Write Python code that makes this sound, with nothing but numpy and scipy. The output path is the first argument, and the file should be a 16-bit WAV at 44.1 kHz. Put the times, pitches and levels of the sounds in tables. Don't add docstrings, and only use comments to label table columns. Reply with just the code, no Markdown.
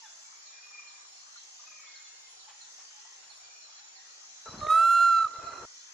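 import sys
import numpy as np
from scipy import signal
from scipy.fft import rfft, irfft, next_fast_len
from scipy.io import wavfile
from scipy.ndimage import uniform_filter1d, map_coordinates

SR = 44100
rng = np.random.default_rng(int(sys.argv[2]) if len(sys.argv) > 2 else 0)


def ratio_of_db(decibels):
    return 10 ** (np.asarray(decibels, float) / 20)


def wrap_up_sound(samples):
    columns = np.atleast_2d(samples).T
    tamed = np.clip(columns, -1, 1)
    steps = np.round(tamed * 32767).astype(np.int16)
    wavfile.write(sys.argv[1], SR, steps)


N = 261513
TIME = np.arange(N) / SR

# time in seconds, level in dB.
EFFORT = [
    (4.6105, -45.5),
    (4.634, -39),
    (4.664, -41),
    (4.706, -24),
    (4.772, -22),
    (4.995, -23),
    (5.024, -21),
    (5.247, -26.5),
    (5.276, -43),
]


def unit(x):
    return x / np.sqrt(np.mean(x ** 2) + 1e-20)


def along(points, hz):
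    f, v = np.transpose(points)
    return np.interp(np.log(hz + 1), np.log(f + 1), v)


def colour_of(points):
    return lambda hz: ratio_of_db(along(points, hz))


def fade(start, end, edge):
    return np.clip(np.minimum(TIME - start, end - TIME) / edge, 0, 1)


def swell(start, rise, hold, fall):
    return np.clip(np.minimum((TIME - start) / rise, 1 + (start + rise + hold - TIME) / fall), 0, 1)


def wobble(rate):
    return map_coordinates(rng.standard_normal(2000), [TIME * np.clip(rate, .1, 300)])


def filtered(x, response):
    m = next_fast_len(N + SR // 2)
    return irfft(rfft(x, m) * response(np.fft.rfftfreq(m, 1 / SR)), m)[..., :N]


def rush(gain, alike):
    def shares(hz):
        turn = np.arccos(np.clip(along(alike, hz), -1, 1)) / 2
        return gain(hz) * [np.cos(turn), np.sin(turn)]

    mid, side = filtered(rng.standard_normal((2, N)), shares)
    return unit(np.array([mid + side, mid - side]))


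def add(out, s, sound, pan_db):
    part = out[:, round(s * SR):][:, :len(sound)]
    part += ratio_of_db([[pan_db / 2], [-pan_db / 2]]) * sound[:part.shape[1]]


def scattered(x, t60, colour):
    t = np.arange(round(1.2 * SR)) / SR
    tail = rng.standard_normal((2, len(t))) * ratio_of_db(-60 * t / t60)
    tail = tail + .4 * tail[::-1]
    wet = signal.fftconvolve(x, tail / np.linalg.norm(tail[0]), axes=1)[:, :N]
    return filtered(wet, colour_of(colour))


def peacock():
    # multiple of the pitch, level in dB.
    overtones = [(1, -31), (2, 0), (3, -41), (4, -25), (5, -39), (6, -28), (7, -42), (8, -41), (9, -44),
                 (10, -31), (11, -39), (12, -47), (13, -43), (14, -40), (15, -42), (16, -45), (17, -45),
                 (18, -51), (19, -51), (20, -54), (21, -57), (22, -57), (23, -62)]
    # Hz, left over right in dB, lead of the left in radians.
    lean = np.transpose([(690, -1, -1.4), (1365, -4, 0.21), (2600, -1.5, -0.32), (4100, -0.5, 0.73),
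                         (6560, -1, -1.2), (8500, -4, 0.053), (9600, 7, -1.6), (11500, 0.5, 1),
                         (12500, -8.5, 1.1), (15000, -3.5, 1.7)])
    # Hz, dB.
    mouth = [(1850, 2.5), (2050, -2), (2450, -6), (2760, 2.5), (3400, 1), (3750, 11.5), (3950, -2.5),
             (4150, 2), (4800, 0.5), (6250, -4), (6600, -10.5), (6900, 3), (12000, 2), (15200, 1.5)]
    # Hz, dB per Hz.
    breath = [(500, -30), (950, -8), (1150, 9), (1350, 6), (1600, -4), (4000, -9), (9000, -13),
              (12500, -17), (15000, -28)]
    # time in seconds, level change in dB.
    surges = [(4.625, 5.5), (4.645, 2), (4.669, 2), (4.679, -3), (4.696, 0.5), (4.708, 1), (4.72, 2),
              (4.76, 0.5), (4.79, .8), (4.914, 0.5), (4.975, 0), (5, 0), (5.068, 0.1), (5.097, -0.5),
              (5.128, 1), (5.146, 1), (5.168, 1), (5.185, 2), (5.197, -1.5), (5.236, -3.5), (5.272, 4.5)]
    start, end, full_voice_s = EFFORT[0][0], EFFORT[-1][0], EFFORT[3][0]
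    on = (TIME > start) & (TIME < end)
    t = TIME[on]
    db = np.interp(t, *np.transpose(EFFORT))
    surge_db = sum(level * np.exp(-((t - s) / 0.0073) ** 2) for s, level in surges)

    def after(s):
        return np.clip(t - s, 0, None)

    top_hz, break_s = 685.3, .028
    breaking = after(end - break_s) / break_s
    hz = np.maximum(top_hz - 780 * np.minimum(t - 4.96, 0) ** 2, 605)
    hz = hz + 4.5 * np.minimum(after(5.0) / 0.021, 1) - 126 * after(5.03) - 50 * breaking

    depth = 0.1 + .022 * (-22.5 - db) + .08 * np.exp(-after(full_voice_s) / .05)
    depth = np.clip(depth + 11 * after(5.215) + 0.021 * wobble(6.9)[on], 0, .55)
    tremor_hz, hurry_beats, hurry_s = 50, 1.55, .19
    since = t - 4.608
    hurry = hurry_beats * (np.exp(-.008 / hurry_s) - np.exp(-(since + .008) / hurry_s))
    beat = 2 * np.pi * (.52 + tremor_hz * since + hurry)
    shaken_hz = hz + 13 * np.minimum(depth, .16) * np.cos(beat - 2.3) + wobble(120)[on]
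    phase = 2 * np.pi * np.cumsum(shaken_hz) / SR

    tire_s = 4.99
    low_db = np.minimum(-15 - 32 * (t - start) - db, 20)
    third_db = np.clip(-52 - 120 * after(4.73) - db, -44 + 30 * after(tire_s), -21)
    bright_db = np.minimum(1.5, 0.64 * (db + 28))
    tiring_db = -32.5 * after(tire_s)
    top_db = 1.5 + 0.03 * (hz - top_hz) - 53 * after(tire_s - .05)

    breath_db = -39.0 + bright_db + 0.18 * tiring_db + 46.5 * (np.minimum(depth, .25) - 0.03)
    voice = ratio_of_db(breath_db) * rush(colour_of(breath), [(1000, 0.91)])[:, on]
    for k, level in overtones:
        side_db, lead = (np.interp(k * hz, lean[0], c) * [[.5], [-.5]] for c in lean[1:])
        tilts_db = [low_db, 0, third_db - level, bright_db + tiring_db, bright_db + 20 * after(tire_s), top_db]
        tilt_db = tilts_db[np.searchsorted([2, 3, 4, 6, 11], k, "right")]
        if k == 2:
            waver_db = .12
        else:
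            waver_db = 3 if k in (1, 3, 5) or k >= 12 else 2
        level_db = level + tilt_db + along(mouth, k * hz) + waver_db * wobble(35)[on] + side_db
        if k > 2:
            level_db = level_db - 25 * breaking
        voice += ratio_of_db(level_db) * np.sin(k * phase + lead + k * k)
    out = np.zeros((2, N))
    out[:, on] = np.sqrt(2) * ratio_of_db(db + surge_db) * (1 + depth * np.cos(beat)) * voice
    return out * fade(start, end, 0.0047)


def wind(duck):
    # Hz, dB per Hz.
    wind_colour = [(15, -40.5), (25, -5.5), (102, -0.5), (162, -3.5), (248, -4.5), (292, -9), (335, 0.5),
                   (500, -16), (650, -39.5), (1100, -120)]
    gust_db = 12.5 * np.sin(np.pi * np.clip((TIME - 4.45) / 0.33, 0, 1)) ** 0.81
    level_db = -64 + gust_db - 7 * duck + 2.9 * wobble(33) + 3.1 * wobble(9)
    return ratio_of_db(level_db) * rush(colour_of(wind_colour), [(100, 0.98)])


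def rustle(duck, close_start_s):
    # Hz, dB per Hz.
    rustle_colour = [(150, -29.5), (250, -3), (485, 3.5), (668, 2.5), (722, -1), (1250, 4.5), (2200, -12.5),
                     (3500, -18.5), (4550, -61), (7700, -120)]
    stir_s, stir_rise_s = 5.4, 0.045
    lull = fade(EFFORT[-2][0], stir_s + stir_rise_s, stir_rise_s)
    opening_db = 0.5 * np.exp(-np.abs(TIME - close_start_s) / 0.022)
    level_db = -49.5 - 12.5 * duck - 4 * lull + opening_db + 2.4 * wobble(40)
    return ratio_of_db(level_db) * rush(colour_of(rustle_colour), [(400, 1.0), (800, .9), (1300, 0.46)])


def tree_echo(cry, duck):
    # Hz, dB.
    trees = [(400, -10), (680, 21), (1000, 0), (1400, 0), (2000, 12), (2700, -3), (4100, 6), (9000, -10)]
    # time in seconds, dB over the echo.
    returns = [(5.287, 3), (5.334, 5), (5.363, 7), (5.377, 2.5), (5.395, 6), (5.419, -6), (5.44, 5),
               (5.451, 0), (5.476, 11), (5.491, 8.5), (5.537, 9.5), (5.548, -11), (5.557, 7), (5.567, -6),
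               (5.584, 5), (5.631, 0.5)]
    echo = scattered(cry, 1.21, trees)
    held = np.sqrt(np.abs(uniform_filter1d(echo.mean(0) ** 2, size=350))) + 1e-4
    echo_db = -43 - 4 * duck - 34 * (1 - swell(EFFORT[0][0], 0.081, 2, 1))
    echo_db -= 16 * np.clip(TIME - EFFORT[-2][0], 0, None)
    echo_db += sum(db * np.exp(-((TIME - s) / 0.0076) ** 2) for s, db in returns)
    return echo / held * ratio_of_db(echo_db)


def ticks_and_thumps():
    # time in seconds, peak in dB, left over right in dB.
    ticks = [(4.4665, -58.5, -6), (4.5195, -58, -8), (4.607, -43, -9), (4.6692, -36.5, -14),
             (5.352, -51, 3), (5.442, -58, -2.5), (5.4847, -50, -6), (5.5551, -53, -4), (5.6088, -60, -3),
             (5.6472, -53, -5.5)]
    # time in seconds, peak in dB, Hz.
    thumps = [(4.491, -43.5, 120), (4.541, -40.5, 208), (4.576, -39.5, 210), (4.588, -41.5, 102),
              (4.622, -37.5, 95), (4.634, -38.5, 125), (4.666, -39, 434), (4.673, -47.5, 100),
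              (5.251, -49, 110), (5.385, -47.5, 110), (5.44, -48.5, 110.5), (5.53, -53, 100),
              (5.6, -57, 90)]
    out, t = np.zeros((2, N)), np.arange(SR // 20) / SR
    click = np.sin(2 * np.pi * 2000 * t) + 0.36 * np.sin(2 * np.pi * 3300 * t)
    for s, db, pan_db in ticks:
        add(out, s, ratio_of_db(db + 12.5) * t / 0.00046 * np.exp(-t / 0.00038) * click, pan_db)
    for s, db, hz in thumps:
        add(out, s, ratio_of_db(db + 11.0) * t / 0.0045 * np.exp(-t / 0.003) * np.sin(2 * np.pi * hz * t), 0)
    return out


def close_mic(cry):
    close_span = (4.457, 5.655)
    loud_s, quiet_s = EFFORT[3][0], EFFORT[-2][0]
    step = 1 / (0.065 * SR)
    duck = signal.lfilter([step], [1, step - 1], swell(loud_s, 0.0098, quiet_s - loud_s, 0.011))
    out = wind(duck) + rustle(duck, close_span[0]) + tree_echo(cry, duck) + ticks_and_thumps()
    return out * fade(*close_span, 0.0018)


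def cricket():
    # first pulse in seconds, last pulse in seconds, pulses a second.
    trills = [
        (-.2853, .36, 54.3),
        (1.1616, 1.803, 54.6),
        (2.543, 3.184, 54.65),
        (3.998, 4.75, 54.55),
        (5.522, 5.93, 54.65),
    ]
    out = np.zeros(N)
    for first, last, rate in trills:
        cold = np.exp(-(np.clip(TIME - first, 0, None) / 0.11) ** 2)
        pulses = np.clip(0.81 * np.cos(2 * np.pi * rate * (TIME - first)) + 0.57, 0, 1)
        tone = np.sin(2 * np.pi * np.cumsum(6222 - 230 * cold + 15 * wobble(60)) / SR)
        level_db = -51.0 - 5 * cold + wobble(56)
        out += ratio_of_db(level_db) * pulses * tone * fade(first - .01, last + .009, .001)
    return out * ratio_of_db([[1], [-1]]) + ratio_of_db(-24.5) * scattered(out[None], 0.19, [(100, 0.046)])


def sparrow():
    # time in seconds, peak in dB, left over right in dB.
    chirps = [(0.464, -49, -22), (0.8783, -47, -23), (1.371, -46.5, -25.5), (1.957, -39, -7),
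              (2.3966, -48, -23), (2.611, -41, -15), (3.3006, -41, -14), (3.962, -53, -36)]
    out, t = np.zeros((2, N)), np.arange(round(.08 * SR)) / SR
    head = 1.2 * (t / .013) ** 3 * np.exp(3 - 3 * t / .013)
    shape = head + .3 * np.sin(np.pi * t / t[-1])
    for s, db, pan_db in chirps:
        hz = 4270 + rng.normal(0, 40) + 120 * wobble(280)[:len(t)]
        hz = hz - 70000 * np.clip(.01 - t, 0, 1) - 24000 * np.clip(t - .015, 0, 1)
        level = ratio_of_db(db - 14.5 + 0.59 * wobble(220)[:len(t)])
        add(out, s - .008, level * shape * np.sin(2 * np.pi * np.cumsum(hz) / SR), pan_db)
    return out


def whistler():
    # start in seconds, hold in seconds, from Hz, to Hz, level in dB.
    whistles = [
        (.61, .2, 2480, 2400, -59),
        (1.655, .26, 2530, 2140, -59),
        (1.75, .07, 2490, 2460, -61),
        (3.39, .18, 2360, 2420, -64.5),
    ]
    out = np.zeros((2, N))
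    for s, hold, from_hz, to_hz, db in whistles:
        since = np.clip(TIME - s, 0, None)
        hz = to_hz + (from_hz - to_hz) * np.exp(-(since / .16) ** 2.1)
        tone = np.sin(2 * np.pi * np.cumsum(hz + 40 * wobble(90)) / SR) * swell(s, .018, 1, .1)
        husky = .8 + .45 * wobble(75)
        out += ratio_of_db(db - 56.5 * np.clip(since - hold, 0, None) + [[1.5], [-1.5]]) * tone * husky
    return out


def single_notes():
    # start in seconds, length in seconds, from Hz, to Hz, level in dB.
    far_notes = [(.2, .36, 2300, 2340, -70), (.49, .12, 2600, 2560, -72), (2.05, .3, 2150, 2120, -74),
                 (.015, .06, 950, 800, -61), (.03, .06, 1850, 1350, -62), (.19, .12, 7750, 7400, -66),
                 (2.27, .11, 10150, 10850, -74), (1.668, .035, 2520, 2490, -57),
                 (1.712, .03, 2480, 2450, -57), (2.47, .06, 900, 800, -63), (2.36, .1, 760, 750, -72),
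                 (2.94, .07, 860, 800, -69), (3.1, .14, 850, 760, -73), (3.78, .09, 800, 850, -72),
                 (3.955, .07, 800, 780, -71), (.47, .16, 2360, 2450, -64), (3, .25, 1960, 1880, -73),
                 (3.13, .08, 3880, 3850, -69), (3.6, .3, 3980, 3930, -68), (3.95, .15, 1860, 1840, -72),
                 (1.15, .14, 4350, 4100, -66)]
    near_notes = [(4.58, .035, 4230, 4080, -51), (4.6, .09, 3850, 3800, -58), (4.61, .06, 4250, 4200, -58),
                  (4.462, .035, 1350, 1250, -50), (5.435, .04, 4350, 4300, -61),
                  (5.48, .07, 4250, 4200, -61), (5.54, .06, 4150, 4150, -61)]
    steady_notes = [(4.455, .066, 4010, 4000, -51), (4.52, .045, 4000, 3990, -57),
                    (4.562, .025, 3980, 3980, -62), (5.335, .1, 4010, 4000, -60),
                    (5.43, .12, 4000, 3990, -63), (5.4, .105, 2520, 2515, -62),
                    (5.51, .14, 2510, 2500, -66), (5.345, .05, 2050, 2040, -64),
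                    (5.455, .12, 2030, 2020, -66)]
    whistle_swells = [(.625, .04, 2490, 2470, -55), (.668, .045, 2470, 2450, -55),
                      (.738, .03, 2450, 2440, -56), (.775, .03, 2430, 2420, -56),
                      (.845, .045, 2450, 2430, -56.5), (.94, .05, 2400, 2400, -63),
                      (1.785, .03, 2300, 2240, -58), (1.845, .03, 2220, 2200, -59),
                      (1.9, .03, 2470, 2470, -63), (1.965, .03, 2180, 2160, -60),
                      (2.25, .06, 2120, 2110, -66)]
    pip_times = [.055, 1.865, 2.05]
    # length in seconds, from Hz, to Hz, level in dB.
    pip = (.025, 3480, 3472, -60)
    out = np.zeros((2, N))
    pips = [(s, *pip) for s in pip_times]
    notes = [(row, .008) for row in far_notes + pips]
    notes += [(row, .003) for row in steady_notes + whistle_swells]
    notes += [(row, .02) for row in near_notes]
    for (s, length, from_hz, to_hz, db), rough in notes:
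        u = np.linspace(0, 1, round(length * SR))
        shape = np.clip(np.minimum(u / 0.089, (1 - u) / 0.28), 0, 1) * ratio_of_db(2 * wobble(90)[:len(u)])
        hz = (from_hz + (to_hz - from_hz) * u) * (1 + rough * wobble(150)[:len(u)])
        hz = hz + 25 * wobble(70)[:len(u)]
        add(out, s, ratio_of_db(db + 2.0) * shape * np.sin(2 * np.pi * np.cumsum(hz) / SR), 0)
    return out


def birds():
    out = sparrow() + whistler() + single_notes()
    return out + ratio_of_db(-2) * scattered(out.mean(0)[None], .45, [(100, 0)])


def frogs():
    # time in seconds, peak in dB, Hz, left over right in dB.
    croaks = [(0.112, -77, 1320, 7), (0.175, -65.5, 1350, 3), (0.322, -62.5, 1290, 12),
              (0.503, -66, 1320, 5), (1.176, -70, 1380, 9), (1.328, -71, 1330, 12),
              (1.356, -59.5, 1412, 18.5), (2.782, -66, 764, 17), (2.905, -68, 1500, 16),
              (2.93, -69, 846, 10), (3.049, -64.5, 870, 22), (3.305, -64.5, 834, 10),
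              (3.688, -67.5, 885, 18), (4.236, -68, 1247, 17)]
    # start in seconds, count, spacing in seconds, peak in dB, Hz.
    rattles = [
        (.665, 4, .042, -61.5, 1185),
        (.832, 7, .036, -64.5, 1195),
        (1.593, 8, .04, -61.7, 1235),
    ]
    out, t = np.zeros((2, N)), np.arange(SR // 20) / SR
    knocks = list(croaks)
    for s, count, spacing, db, hz in rattles:
        for k in range(count):
            knocks.append((s + k * spacing, db + rng.normal(0, 1), hz + rng.normal(0, 36), 7.5))
    for s, db, hz, pan_db in knocks:
        tone = np.sin(2 * np.pi * hz * t) + .5 * np.sin(2 * np.pi * .84 * hz * t)
        add(out, s, ratio_of_db(db + 9.5) * t / 0.004 * np.exp(-t / 0.0051) * tone, pan_db)
    return out


def pigeons():
    # time in seconds, peak in dB, left over right in dB.
    flaps = [(0.019, -55, -10), (1.594, -60.5, 22), (2.479, -46, 2.5), (2.52, -57.5, 0), (2.782, -51, 6.5),
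             (3.22, -51.5, 6.5), (3.27, -55.5, -3.5), (4.235, -59, 6)]
    out, t = np.zeros((2, N)), np.arange(SR // 8) / SR
    for s, db, pan_db in flaps:
        puff = t / 0.017 * np.exp(1 - t / 0.018) * rng.standard_normal(len(t))
        add(out, s, ratio_of_db(db) * puff, pan_db)
    return filtered(out, colour_of([(300, -34.0), (800, -0.5), (2500, -4.0), (5000, -5.0), (9000, -45.5)]))


def choirs():
    # Hz, width in Hz, level in dB, swells a second, swell in dB.
    insect_bands = [(6972, 280, -60.5, 26, 1), (5474, 410, -63.5, 61, 0.5), (4696, 120, -68, 22, 3.5),
                    (4180, 160, -71.5, 24, 5), (3330, 170, -79, 21, 4.5), (1906, 180, -76.5, 6.2, 6.5)]
    out = np.zeros((2, N))
    for centre_hz, width, db, rate, swell_db in insect_bands:
        band = rush(lambda f: 1 / (1 + ((f - centre_hz) / width * 2) ** 2), [(100, 0.061)])
        out += ratio_of_db(db + swell_db * wobble(rate)) * band
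    return out


def patchy(x, depth_db):
    z = signal.stft(x, nperseg=512)[2]
    field = uniform_filter1d(rng.standard_normal(z.shape[1:]), size=2, axis=0)
    field = uniform_filter1d(field, size=20, axis=1)
    return unit(signal.istft(z * ratio_of_db(depth_db * unit(field)), nperseg=512)[1][:, :N])


def park():
    # Hz, dB per Hz.
    far_colour = [(24, -69.5), (40, -26.5), (251, -29), (761, -10), (1170, -9), (2160, -11.5), (3720, -11),
                  (4660, -7.5), (4990, -14), (5470, -2), (6410, -8), (7010, -2), (7680, -22), (9000, -28),
                  (11700, -65.5), (19800, -120)]
    leaf_colour = [(4290, -38), (7300, -11.5), (7860, -6), (9600, -12.5), (12500, -59.5), (21100, -120)]
    # Hz, likeness from -1 to 1.
    likeness = [(60, 0.15), (180, -0.34), (540, -0.39), (1630, -0.3), (4910, -0.27), (14800, -0.28)]
    # Hz, left over right in dB.
    sides = [(60, 3.5), (180, -2.5), (540, 1), (1630, 1.5), (4910, -0.5), (14800, 4)]
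    # start, rise, hold and fall, all in seconds.
    breezes = [
        (-.1, .05, .39, .03),
        (.72, .22, .58, .2),
        (2.04, .04, 1.2, .75),
        (3.95, .12, 2, .1),
    ]
    breeze = np.max([swell(*row) for row in breezes], 0)
    far = ratio_of_db(-53 + 0.16 * wobble(1.8)) * patchy(rush(colour_of(far_colour), likeness), depth_db=3.0)
    leaves = patchy(rush(colour_of(leaf_colour), [(100, 0.33)]), depth_db=5.0)
    leaves = ratio_of_db(-73 - 15.5 * (1 - breeze)) * leaves
    return filtered(far + leaves, lambda hz: ratio_of_db(along(sides, hz) * [[.5], [-.5]]))


def microphone_hiss():
    # Hz, dB per Hz.
    hiss_colour = [(8000, -26.5), (9500, -4), (11000, 4), (12900, -2), (13250, -17.5), (15000, -30.5)]
    return ratio_of_db(-74.0 + .8 * wobble(16)) * rush(colour_of(hiss_colour), [(100, 0.066)])


def scene():
    cry = peacock()
    near = cry + close_mic(cry) + cricket()
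    return near + birds() + frogs() + pigeons() + choirs() + park() + microphone_hiss()


def thinned(x):
    # Hz, dB over its usual level.
    hush = [(6500, -17), (7800, -3.5), (8800, -2), (9800, 0.5), (12000, 0), (14000, 0)]
    # Hz, dB over its band.
    sparse = [(8600, -30), (9600, -1), (11000, 2), (15000, 3)]
    hz, _, z = signal.stft(x, SR, nperseg=2048, noverlap=1536)
    power = np.abs(z) ** 2
    held = uniform_filter1d(power.mean(0), size=2, axis=1)
    bands = held[1:].reshape(-1, 16, z.shape[2]).mean(1)
    bands = np.repeat(bands, 16, axis=0)
    level_db = 10 * np.log10(np.abs(np.vstack([bands[:1], bands])) + 1e-20)
    usual_db = np.median(level_db, 1, keepdims=True)
    loud_db = 10 * np.log10(power.sum((0, 1)) + 1e-20)
    masking_db = 0.65 * np.clip(loud_db - np.median(loud_db) - 20.0, 0, None) * (hz[:, None] > 7500)
    need_db = usual_db + along(hush, hz)[:, None] + masking_db
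    lively_db = np.clip(level_db - usual_db - 5, 0, None)
    line_db = 10 * np.log10(np.abs(held) + 1e-20)
    strong = line_db > level_db + along(sparse, hz)[:, None] - lively_db
    kept = z * strong * np.clip(2 * (level_db - need_db) + .5, 0, 1)
    return signal.istft(kept, SR, nperseg=2048, noverlap=1536)[1][:, :N]


def band_limit(x):
    return signal.sosfilt(signal.butter(12, 15360, fs=SR, output="sos"), x)


def record(dry):
    mix = thinned(dry)
    return band_limit(mix)


dry = scene()
out = record(dry)
wrap_up_sound(out)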